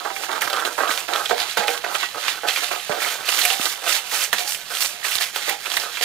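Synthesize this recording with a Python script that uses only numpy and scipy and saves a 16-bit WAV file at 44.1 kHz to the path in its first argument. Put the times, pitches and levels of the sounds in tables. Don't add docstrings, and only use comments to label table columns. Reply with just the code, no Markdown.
import sys
import numpy as np
from scipy import signal
from scipy.fft import rfft, irfft, next_fast_len
from scipy.io import wavfile

SR = 44100
rng = np.random.default_rng(int(sys.argv[2]) if len(sys.argv) > 2 else 0)


def unload_wav(signal):
    wavfile.write(
        sys.argv[1],
        SR,
        np.round(np.clip(np.atleast_2d(signal).T, -1, 1) * 32767).astype(np.int16),
    )


def ratio_of_db(decibels):
    return 10 ** (np.asarray(decibels, float) / 20)


N = 266364
SIZE = next_fast_len(N + SR)
HZ = np.maximum(np.arange(SIZE // 2 + 1) * SR / SIZE, 1)

# pitch_hz, level_db (per Hz)
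AIR_SPECTRUM = [(13, -40), (22, 0), (45, -4), (71, -4.5), (146, 2.5), (200, 1.5), (260, -5.5), (400, -27)]
# pitch_hz, level_db, t60_s
BOWL_MODES = [(306, -33, 0.013), (385, -58, 0.18), (482.5, -8.5, 0.29), (567, -16, 0.18), (597, -1.5, 0.21),
              (676, -6.5, 0.24), (718, 7, 0.17), (780, 6, 0.17), (831, 5, 0.2), (897, 4.5, 0.11),
              (975, 11.5, 0.033), (1134, 3.5, 0.066), (1100, -3, 0.08), (1210, 2, 0.051),
              (1261, 12.5, 0.039), (1339, 2, 0.11), (1363, 11, 0.025), (1503, 12, 0.037), (1567, -14, 0.14),
              (1540, -48, 0.098), (1790, -16, 0.12), (1928, -12, 0.18), (2275, -23, 0.2),
              (2670, -21, 0.061)]
# full_force_s, hold_s, low_modes_db, high_against_low_modes_db
BOTTOM_DRAGS = [(0.0, .04, -39.5, 5.5), (0.051, 0.031, -28.5, 4.5), (0.1, 0.22, -28, -9),
                (.293, 0.085, -26.5, 3.5), (0.413, 0.097, -34, 9.5), (0.53, .1, -33, 13.5),
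                (0.65, 0.066, -27, 0), (0.779, 0.13, -26, 8.5), (0.939, 0.056, -30.5, 1.5),
                (1.084, .04, -25, -10), (1.13, 0.079, -30, 8.5), (1.298, 0.047, -20, -7),
                (1.391, 0.095, -31.5, 0.5), (1.57, 0.059, -19, -3.5), (1.699, 0.068, -30, 1.5),
                (1.84, 0.078, -24.5, -1.5), (1.944, 0.015, -38, 13.5), (2.014, 0.025, -44.5, 14),
                (2.147, 0.021, -32, 3), (2.222, 0.16, -41.5, 12), (2.434, 0.028, -19, -7),
                (2.56, 0.14, -41.5, 7), (2.709, 0.025, -30, 5), (2.899, 0.09, -24.5, -3),
                (3.016, 0.29, -34, 5.5), (3.283, 0.093, -34, 6), (3.413, 0.046, -26.5, -16),
                (3.504, 0.035, -23, -13), (3.62, 0.18, -34, 2.5), (3.817, 0.15, -28.5, -2),
                (4.12, 0.083, -28.5, 1.5), (4.336, .04, -41.5, 1), (4.383, 0.077, -31.5, -12),
                (4.706, 0.047, -38.5, 7), (4.82, 0.02, -35.5, -2), (5.047, 0.031, -41.5, 16.5),
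                (5.15, .09, -38, -10), (5.36, 0.016, -37, 6), (5.395, 0.043, -40, -6),
                (5.473, 0.025, -23, -11), (5.65, 0.042, -48.5, 18.5), (5.734, 0.061, -29, -13),
                (5.828, 0.054, -40, 8), (5.967, 0.084, -46, -8.5)]
# full_force_s, rise_s, hold_s, crunch_db, hiss_against_crunch_db
WALL_SCRAPES = [(0.0, .02, 0.027, -39, -10), (0.067, 0.033, .02, -38, -7), (.16, 0.029, .01, -35, 0.5),
                (0.224, 0.024, 0.015, -30.5, -2.5), (0.307, .01, 0.058, -33, -6),
                (0.411, .005, .012, -26.5, -4), (0.443, .01, 0.059, -38, -1),
                (0.528, .008, 0.087, -32.5, -3.5), (0.658, 0.016, 0.011, -33, 0),
                (0.728, 0.026, 0.014, -36, -2), (0.781, 0.009, 0.076, -32.5, -4),
                (0.896, 0.023, 0.1, -29, -2.5), (1.088, .015, 0.027, -31.5, -6),
                (1.157, 0.026, 0.036, -29.5, -4.5), (1.235, .03, .02, -36.5, -1.5),
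                (1.297, 0.016, 0.0087, -26, -8), (1.387, 0.04, 0.049, -26, -8),
                (1.494, .04, 0.028, -30, -6.5), (1.572, .006, 0.017, -21, -11.5),
                (1.674, .005, 0.049, -27, -4.5), (1.837, 0.017, .03, -32, -17),
                (1.916, 0.036, .03, -36, -1), (1.947, .006, 0.018, -28.5, -4.5),
                (2.006, .03, 0.035, -25, -10), (2.218, 0.052, 0.024, -27, -9),
                (2.287, 0.061, 0.018, -23.5, -8), (2.485, 0.019, 0.013, -21, -9),
                (2.533, .03, 0.015, -30, -2.5), (2.558, .01, 0.11, -25.5, -6),
                (2.713, 0.0076, 0.011, -25.5, -5.5), (2.78, 0.035, 0.17, -33.5, -6),
                (3.016, 0.048, 0.12, -26.5, -3.5), (3.27, 0.053, .02, -27, -6),
                (3.29, .008, 0.073, -23.5, -3), (3.385, 0.034, 0.15, -23, -2.5),
                (3.613, 0.042, 0.1, -27, -1), (3.892, 0.066, 0.061, -20.5, -3.5),
                (4.14, 0.07, 0.093, -25, -1), (4.332, 0.0067, 0.013, -24, -9),
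                (4.392, 0.026, 0.02, -26, -2.5), (4.491, 0.041, 0.04, -31.5, 6),
                (4.705, 0.02, 0.022, -34, -2), (4.75, .04, 0.023, -28.5, -1.5),
                (4.814, 0.038, 0.038, -26, 2.5), (5.049, 0.022, 0.12, -26.5, -1.5),
                (5.209, 0.016, 0.021, -23.5, -4), (5.349, 0.0098, 0.023, -27.5, -4),
                (5.428, 0.026, .05, -29, -7), (5.48, .02, .01, -25, -5.5), (5.488, .005, 0.011, -25, -14),
                (5.663, 0.068, 0.045, -31, -5), (5.728, 0.033, 0.032, -27.5, -2),
                (5.807, 0.018, 0.025, -28, -4), (5.963, 0.086, 0.027, -31.5, -6),
                (6.027, 0.02, .03, -19, -5)]
# pitch_hz, level_db (per Hz)
CRUNCH_SPECTRUM = [(1000, -7), (1700, 0), (2170, 1), (2500, 1.5), (3520, 1.5), (4490, 0), (5520, -9),
                   (7000, -7), (9100, -36), (15400, -120)]
# pitch_hz, level_db (per Hz)
HISS_SPECTRUM = [(3240, -10), (5500, 2.5), (10100, -3.5), (11300, -4.5), (12600, -3.5), (15100, -6.5),
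                 (15900, -6), (16200, -49)]
# start_s, peak_db, pitch_hz, treble_against_pitch_band_db
CRYSTAL_CRACKS = [(0.0548, -26, 1870, -14), (0.1027, -22, 2480, -21), (0.163, -16, 2390, -17),
                  (0.2364, -18, 2670, -13), (0.2917, -22, 1740, -14), (0.4188, -8.5, 1990, -6),
                  (0.4737, -18, 1820, -12), (0.4993, -15, 3660, -7), (0.53, -16, 3630, -14),
                  (0.5636, -16, 3890, -16), (0.6005, -19, 3390, -12), (0.6514, -13, 3380, -15),
                  (0.7783, -24, 2030, -8), (0.8754, -15.5, 3390, -17), (0.9046, -15, 1990, -11),
                  (1.0829, -21, 3040, -17), (1.1348, -11.5, 3670, -21), (1.1583, -12.5, 3130, -18),
                  (1.257, -13.5, 3580, -20), (1.294, -17.5, 3720, -9), (1.3112, -16, 1980, -13),
                  (1.38, -17.5, 1970, -20), (1.4012, -14, 3960, -17), (1.4955, -19.5, 3100, -18),
                  (1.572, -15.5, 1740, 1.5), (1.6327, -18, 1920, -22), (1.6805, -12, 2560, -20),
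                  (1.7459, -25, 2030, -16), (1.7757, -16.5, 3250, -9), (1.8427, -15.5, 1850, -14),
                  (1.954, -14, 2780, -11), (2.0088, -14.5, 3130, -18), (2.16, -36, 1750, -20),
                  (2.2807, -10.5, 2500, -21), (2.4871, -12.5, 2500, -22), (2.5631, -12.5, 3000, -17),
                  (2.7132, -16.5, 1920, -18), (2.9178, -17, 2550, -21), (3.0185, -14.5, 2530, -8),
                  (3.058, -26, 3800, -12), (3.2868, -9, 2540, -12), (3.373, -21, 4500, -7),
                  (3.3897, -11.5, 2720, 3), (3.4165, -8, 3840, -9), (3.4512, -8, 2350, 1.5),
                  (3.5024, -6, 3250, -17), (3.6122, -12, 3390, -13), (3.6555, -9.5, 4200, -5),
                  (3.885, -25, 2380, -13), (3.9452, -23, 2900, -12), (4.1124, -20, 1930, -9),
                  (4.1614, -23, 3320, -12), (4.2462, -27, 4320, -11), (4.3295, -6, 1950, -6),
                  (4.3824, -12, 3720, -14), (4.4752, -15, 4300, -8), (4.546, -16, 3140, -7),
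                  (4.7485, -20, 3400, -14), (4.8065, -17, 4420, 5), (4.8209, -10, 4100, -5),
                  (4.8454, -15, 2980, -13), (5.0478, -12, 2250, -13), (5.1186, -14.5, 2510, -11),
                  (5.1532, -20, 2970, 4), (5.1826, -12, 3950, -16), (5.2081, -13, 2000, -7),
                  (5.3602, -10.5, 3160, -5), (5.4254, -19, 3800, -20), (5.4934, -11.5, 2200, 2),
                  (5.6575, -15.5, 2740, -12), (5.7004, -17, 4350, -15), (5.7379, -14, 2180, -10),
                  (5.7708, -9.5, 2300, -0.5), (5.798, -13, 4680, -11), (5.9524, -20, 2900, -13),
                  (5.9713, -15, 2600, -16), (6.0122, -22, 2230, -11)]
# start_s, peak_db, tilt_db_per_octave (high modes against low)
WALL_KNOCKS = [(0.055, -18, -5), (0.235, -16, 7), (0.292, -13.5, 12), (0.423, -23, 9), (0.474, -18, -8),
               (0.53, -12, 3), (0.583, -10.5, 18), (0.779, -20, 14), (0.803, -14, 3), (1.09, -10.5, -1),
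               (1.156, -11, 13), (1.31, -2.5, -5.5), (1.578, -13, -22), (1.682, -10, -11), (1.746, -21, 3),
               (1.844, -18, -3), (1.954, -14.5, 4), (2.032, -12, 35), (2.158, -18, -7), (2.234, -29, 5),
               (2.438, -18, -14), (2.575, -14.5, 18), (2.624, -19, -8), (2.714, -12.5, -3),
               (2.895, -11, -18), (3.02, -20, 7), (3.085, -32, 0), (3.384, -13.5, 15), (3.505, -25, -15),
               (3.596, -14.5, 3), (3.657, -15.5, 11), (3.87, -12, 10), (4.13, -20.5, 0), (4.329, -9, 7),
               (4.704, -21, 9), (5.079, -35, -7), (5.118, -32, 5), (5.211, -33, 4), (5.36, -16, 1),
               (5.477, -17, -5), (5.72, -20, -4), (6.01, -17.5, -23)]
# start_s, peak_db, pitch_hz
WIRE_FLICKS = [(0.4155, -17, 3300), (0.5354, -14, 3480), (0.6514, -14, 3400), (0.883, -12, 3380),
               (0.9129, -6.5, 3400), (0.9764, -4.5, 3270), (1.1354, -9, 3710), (1.257, -19, 3580),
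               (1.313, -8, 3630), (1.3803, -8, 3610), (1.4012, -9, 3850), (1.4184, -8, 3670),
               (1.4274, -18, 3420), (1.5718, -14, 3560), (1.6818, -1, 3460), (1.9515, -3, 3260),
               (2.0294, -9, 3280), (2.0314, -13, 3280), (2.042, -15, 3350), (2.2822, -2, 3570),
               (2.4867, 0.5, 3880), (2.5621, -10, 3210), (3.0875, -7, 3430), (3.2904, -1, 4480),
               (3.327, -4, 2980), (3.3737, -1.5, 4430), (3.3892, -2, 3210), (3.4152, 0, 3770),
               (3.6561, -9, 4150), (3.928, 1, 5280), (4.2397, 0, 7540), (4.2474, -5, 6050),
               (4.2534, -12, 5990), (4.3298, 1, 3380), (4.511, -20, 4140), (4.5222, -7.5, 3000),
               (4.5481, -15, 3080), (4.7514, -12, 3420), (4.7714, -7.5, 3440), (4.8065, -9, 4420),
               (4.8217, -8, 4250), (4.86, -4, 4210), (5.1544, 0, 4200), (5.1864, -6, 3960),
               (5.2213, -6, 4140), (5.2324, -4, 3880), (5.3602, -19, 3370), (5.4261, -9, 3820),
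               (5.4914, -17, 3090), (5.4984, -10, 4670), (5.7175, -4.5, 3390), (5.7424, -10, 5210),
               (5.7688, 1.5, 4020), (6.0122, -8, 3000)]
# start_s, peak_db, pitch_hz, t60_s (at most 0.2 is used)
COUNTER_BUMPS = [(0.45, -40, 141, 0.071), (0.904, -37, 196, 0.035), (1.312, -35, 220, 0.11),
                 (1.405, -45, 80, 0.071), (1.589, -31, 203, 0.1), (2.897, -22.5, 184, 0.027),
                 (3.597, -20, 273, 0.02), (4.331, -41, 204, 0.26), (4.336, -50, 85, 0.094),
                 (5.152, -41, 90, 0.065), (5.487, -44, 150, 0.067), (5.771, -47, 80, .07)]
# pitch_hz, level_db
PORT_SHADE = [(200, 0), (330, -11.5), (500, -10.5), (770, -12.5), (1170, -10), (1790, -9.5), (2740, -11),
              (4190, -12.5), (6410, -12.5), (8000, -6.5), (9810, -2.5), (12000, -7.5), (15000, -5)]
# pitch_hz, share
PORT_LIKENESS = [(60, 0.17), (110, 0.7), (200, 0.81), (380, 0.3), (700, 0.59), (1290, .9), (2380, 0.54),
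                 (4400, .75), (8120, 0.7), (15000, 0.9)]
# pitch_hz, lead_rad
PORT_LEAD = [(0, 1.8), (340, -1.05), (780, 1.15), (1380, 0.57), (1890, -0.5), (2580, -1.5), (3620, 0.84),
             (6550, 1.4), (8010, 0.51), (8530, .6), (9300, -0.23), (16500, -0.12)]

KITCHEN_T60_S, KITCHEN_DB = 0.2, -13
RISE_DB = 15
DRAG_RISE_S = 0.0037
DRAG_FALL_DB_PER_S, SCRAPE_FALL_DB_PER_S = 260, 222
DRAG_SAG_DB_PER_S, SCRAPE_SAG_DB_PER_S = 36, 2
IDLE_CRUNCH_DB, IDLE_HISS_DB, IDLE_WALL_DB = -36.5, -42.5, -44
RATTLE_T60_S, CRACK_T60_S = 0.094, 0.047
FLICK_CYCLES = 7.7


def rms_one(x):
    return x / np.sqrt(np.mean(x ** 2) + 1e-20)


def at_hz(points):
    hz, value = np.transpose(points)
    return np.interp(np.log(HZ), np.log(np.maximum(hz, 1)), value)


def shaped(x, response):
    return irfft(rfft(x, SIZE) * response, SIZE)[..., :N]


def drift(rate_hz):
    r = np.exp(-2 * np.pi * rate_hz / SR)
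    settled = signal.lfilter([1], [1, -2 * r, r * r], rng.standard_normal(N + SR))[SR:]
    return rms_one(settled)


def ring(clicks, hz, t60):
    r, w = ratio_of_db(-60 / (t60 * SR)), 2 * np.pi * hz / SR
    return signal.lfilter([0, np.sin(w)], [1, -2 * r * np.cos(w), r * r], clicks + 1e-18)


def single_rings(rows):
    out, click = np.zeros(N + SR), np.eye(1, SR // 4)[0]
    for start_s, peak_db, hz, t60 in rows:
        sine = ring(click, hz, np.clip(t60, 0.0003, 0.2))
        out[round(start_s * SR):][:len(click)] += ratio_of_db(peak_db) * sine
    return out[:N]


def grains(per_s, spread_db, clumps):
    born = rng.random(N) < per_s * clumps / SR
    sizes = ratio_of_db(spread_db * np.minimum(rng.exponential(1, N), 5))
    return rms_one(born * sizes * rng.choice([-1, 1], N))


def contacts(rows, sag_db_per_s, fall_db_per_s, idle_db):
    t = np.arange(0, N + 64, 64) / SR
    power = ratio_of_db(2 * idle_db)
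    for full_s, rise_s, hold_s, level_db in rows:
        rising_db = RISE_DB * np.maximum(full_s - t, 0) / max(rise_s, 0.003)
        sag_db = sag_db_per_s * np.clip(t - full_s, 0, hold_s)
        fall_db = fall_db_per_s * np.maximum(t - full_s - hold_s, 0)
        power = power + ratio_of_db(2 * (level_db - rising_db - sag_db - fall_db))
    return np.interp(np.arange(N) / SR, t, 10 * np.log10(power))


def room_air():
    noise = shaped(rng.standard_normal((2, N)), ratio_of_db(at_hz(AIR_SPECTRUM)))
    return ratio_of_db(-60 + 2.4 * drift(14.0)) * rms_one(noise)


def drag_level(high):
    rows = [(full_s, DRAG_RISE_S, hold_s, low_modes_db + high * tilt_db)
            for full_s, hold_s, low_modes_db, tilt_db in BOTTOM_DRAGS]
    return contacts(rows, DRAG_SAG_DB_PER_S, DRAG_FALL_DB_PER_S, IDLE_WALL_DB)


def rubbing(clumps):
    low_db, high_db = drag_level(0), drag_level(1)
    drive = grains(800, spread_db=3.0, clumps=clumps)
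    out, mode_power = np.zeros(N), 0
    for hz, mode_db, t60 in BOWL_MODES:
        high_share = np.clip(np.log2(hz / 800) / 0.5, 0, 1)
        wall_db = low_db + (high_db - low_db) * high_share
        wander_db = 3.0 * drift(12)
        out += ring(drive * ratio_of_db(mode_db + wall_db + wander_db), hz, t60)
        mode_power += ratio_of_db(2 * mode_db) * t60 * SR / (12 * np.log(10))
    return ratio_of_db(-3.5) * out / np.sqrt(mode_power)


def scrape_levels():
    crunch_rows = [row[:4] for row in WALL_SCRAPES]
    hiss_rows = [(*row[:3], row[3] + row[4]) for row in WALL_SCRAPES]
    crunch_db = contacts(crunch_rows, SCRAPE_SAG_DB_PER_S, SCRAPE_FALL_DB_PER_S, IDLE_CRUNCH_DB)
    hiss_db = contacts(hiss_rows, SCRAPE_SAG_DB_PER_S, SCRAPE_FALL_DB_PER_S, IDLE_HISS_DB)
    return crunch_db, hiss_db


def crunch(crunch_db, clumps):
    coarse = shaped(grains(3000, spread_db=0.0, clumps=clumps), ratio_of_db(at_hz(CRUNCH_SPECTRUM)))
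    return ratio_of_db(crunch_db - 1.5) * rms_one(coarse)


def hiss(hiss_db, clumps):
    fine = shaped(grains(7000, spread_db=2.0, clumps=clumps), ratio_of_db(at_hz(HISS_SPECTRUM)))
    return ratio_of_db(hiss_db - 1.0) * rms_one(fine)


def pops(crunch_db, clumps):
    breaks = grains(320, spread_db=4.5, clumps=clumps)
    pitch_place = 5.5 + 1.5 * drift(5) + 1.8 * rng.standard_normal(N)
    dealt = np.clip(np.round(pitch_place), 0, 11)
    rings = np.zeros(N)
    for k, hz in enumerate(np.geomspace(1600, 7000, 12)):
        rings += ring(breaks * (dealt == k), hz, 25.0 / hz)
    return ratio_of_db(crunch_db - 11.0) * rms_one(rings)


def cracks():
    out, t = np.zeros(N + SR), np.arange(SR // 10) / SR
    fade = ratio_of_db(-60 * t / CRACK_T60_S)
    bright = signal.butter(2, 4500, "high", fs=SR, output="sos")
    for start_s, peak_db, hz, treble_db in CRYSTAL_CRACKS:
        low, high = rng.standard_normal((2, len(t)))
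        body = ring(low * fade, hz, 7.0 / hz)
        spray = signal.sosfilt(bright, high * fade)
        burst = body / np.abs(body).max() + ratio_of_db(treble_db) * spray / np.abs(spray).max()
        out[round(start_s * SR):][:len(t)] += ratio_of_db(peak_db) * burst
    return out[:N]


def knocks():
    out, t = np.zeros(N + SR), np.arange(SR // 4) / SR
    for start_s, peak_db, tilt_db in WALL_KNOCKS:
        strengths_db = rng.normal(0, 2.5, len(BOWL_MODES))
        later_wires = (rng.random(len(t)) < 350 / SR) * rng.standard_normal(len(t))
        blows = ratio_of_db(-2.5) * later_wires * ratio_of_db(-60 * t / RATTLE_T60_S)
        blows[0] = 1
        body = np.zeros(len(t))
        for (hz, mode_db, t60), own_db in zip(BOWL_MODES, strengths_db):
            body += ratio_of_db(mode_db + own_db + tilt_db * np.log2(hz / 800)) * ring(blows, hz, t60)
        out[round(start_s * SR):][:len(t)] += ratio_of_db(peak_db) * body / np.abs(body).max()
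    return out[:N]


def flicks():
    return single_rings([(*row, FLICK_CYCLES / row[2]) for row in WIRE_FLICKS])


def thumps():
    out = np.zeros(N)
    for row in COUNTER_BUMPS:
        counter = signal.butter(2, 0.7 * row[2], "high", fs=SR, output="sos")
        out += signal.sosfilt(counter, single_rings([row]))
    return out


def tail(t60):
    t = np.arange(SR // 2) / SR
    echo = rng.standard_normal(len(t)) * ratio_of_db(-60 * t / t60)
    return rfft(echo / np.sqrt(np.sum(echo ** 2)), SIZE)


def scattered(x, t60, count):
    shares = np.array([drift(10.8) for k in range(count)])
    shares /= np.sqrt(np.sum(shares ** 2, axis=0))
    return sum(rfft(x * share, SIZE) * tail(t60) for share in shares)


def ports(x):
    alike = np.clip(at_hz(PORT_LIKENESS), 0, 1)
    right = rfft(x, SIZE) + ratio_of_db(KITCHEN_DB) * scattered(x, KITCHEN_T60_S, count=2)
    common = alike * np.exp(1j * at_hz(PORT_LEAD)) * right
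    separate = np.sqrt(1 - alike ** 2) * scattered(x, 0.02, count=3)
    left = ratio_of_db(at_hz(PORT_SHADE)) * (common + separate)
    return ratio_of_db(4.0) * irfft([left, right], SIZE)[:, :N]


def scene():
    clumps = ratio_of_db(2.0 * drift(40))
    crunch_db, hiss_db = scrape_levels()
    sugar = crunch(crunch_db, clumps) + hiss(hiss_db, clumps) + pops(crunch_db, clumps)
    tiny = signal.butter(2, 800, "high", fs=SR, output="sos")
    small_sources = signal.sosfilt(tiny, sugar + cracks() + flicks())
    radiated = signal.butter(6, 320, "high", fs=SR, output="sos")
    bowl = signal.sosfilt(radiated, rubbing(clumps) + knocks() + small_sources)
    bump_gains = ratio_of_db(np.array([[-2.5], [1.5]]))
    return ports(bowl) + bump_gains * thumps() + room_air()


def top_cut(x):
    return signal.sosfilt(signal.butter(12, 16990, fs=SR, output="sos"), x)


def record(dry):
    rounded = dry / (1 + np.abs(dry / 0.9) ** 4) ** 0.25
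    top = signal.cheby2(12, 60, 16300, fs=SR, output="sos")
    mix = signal.sosfilt(top, rounded)
    return top_cut(mix)


dry = scene()
out = record(dry)
unload_wav(out)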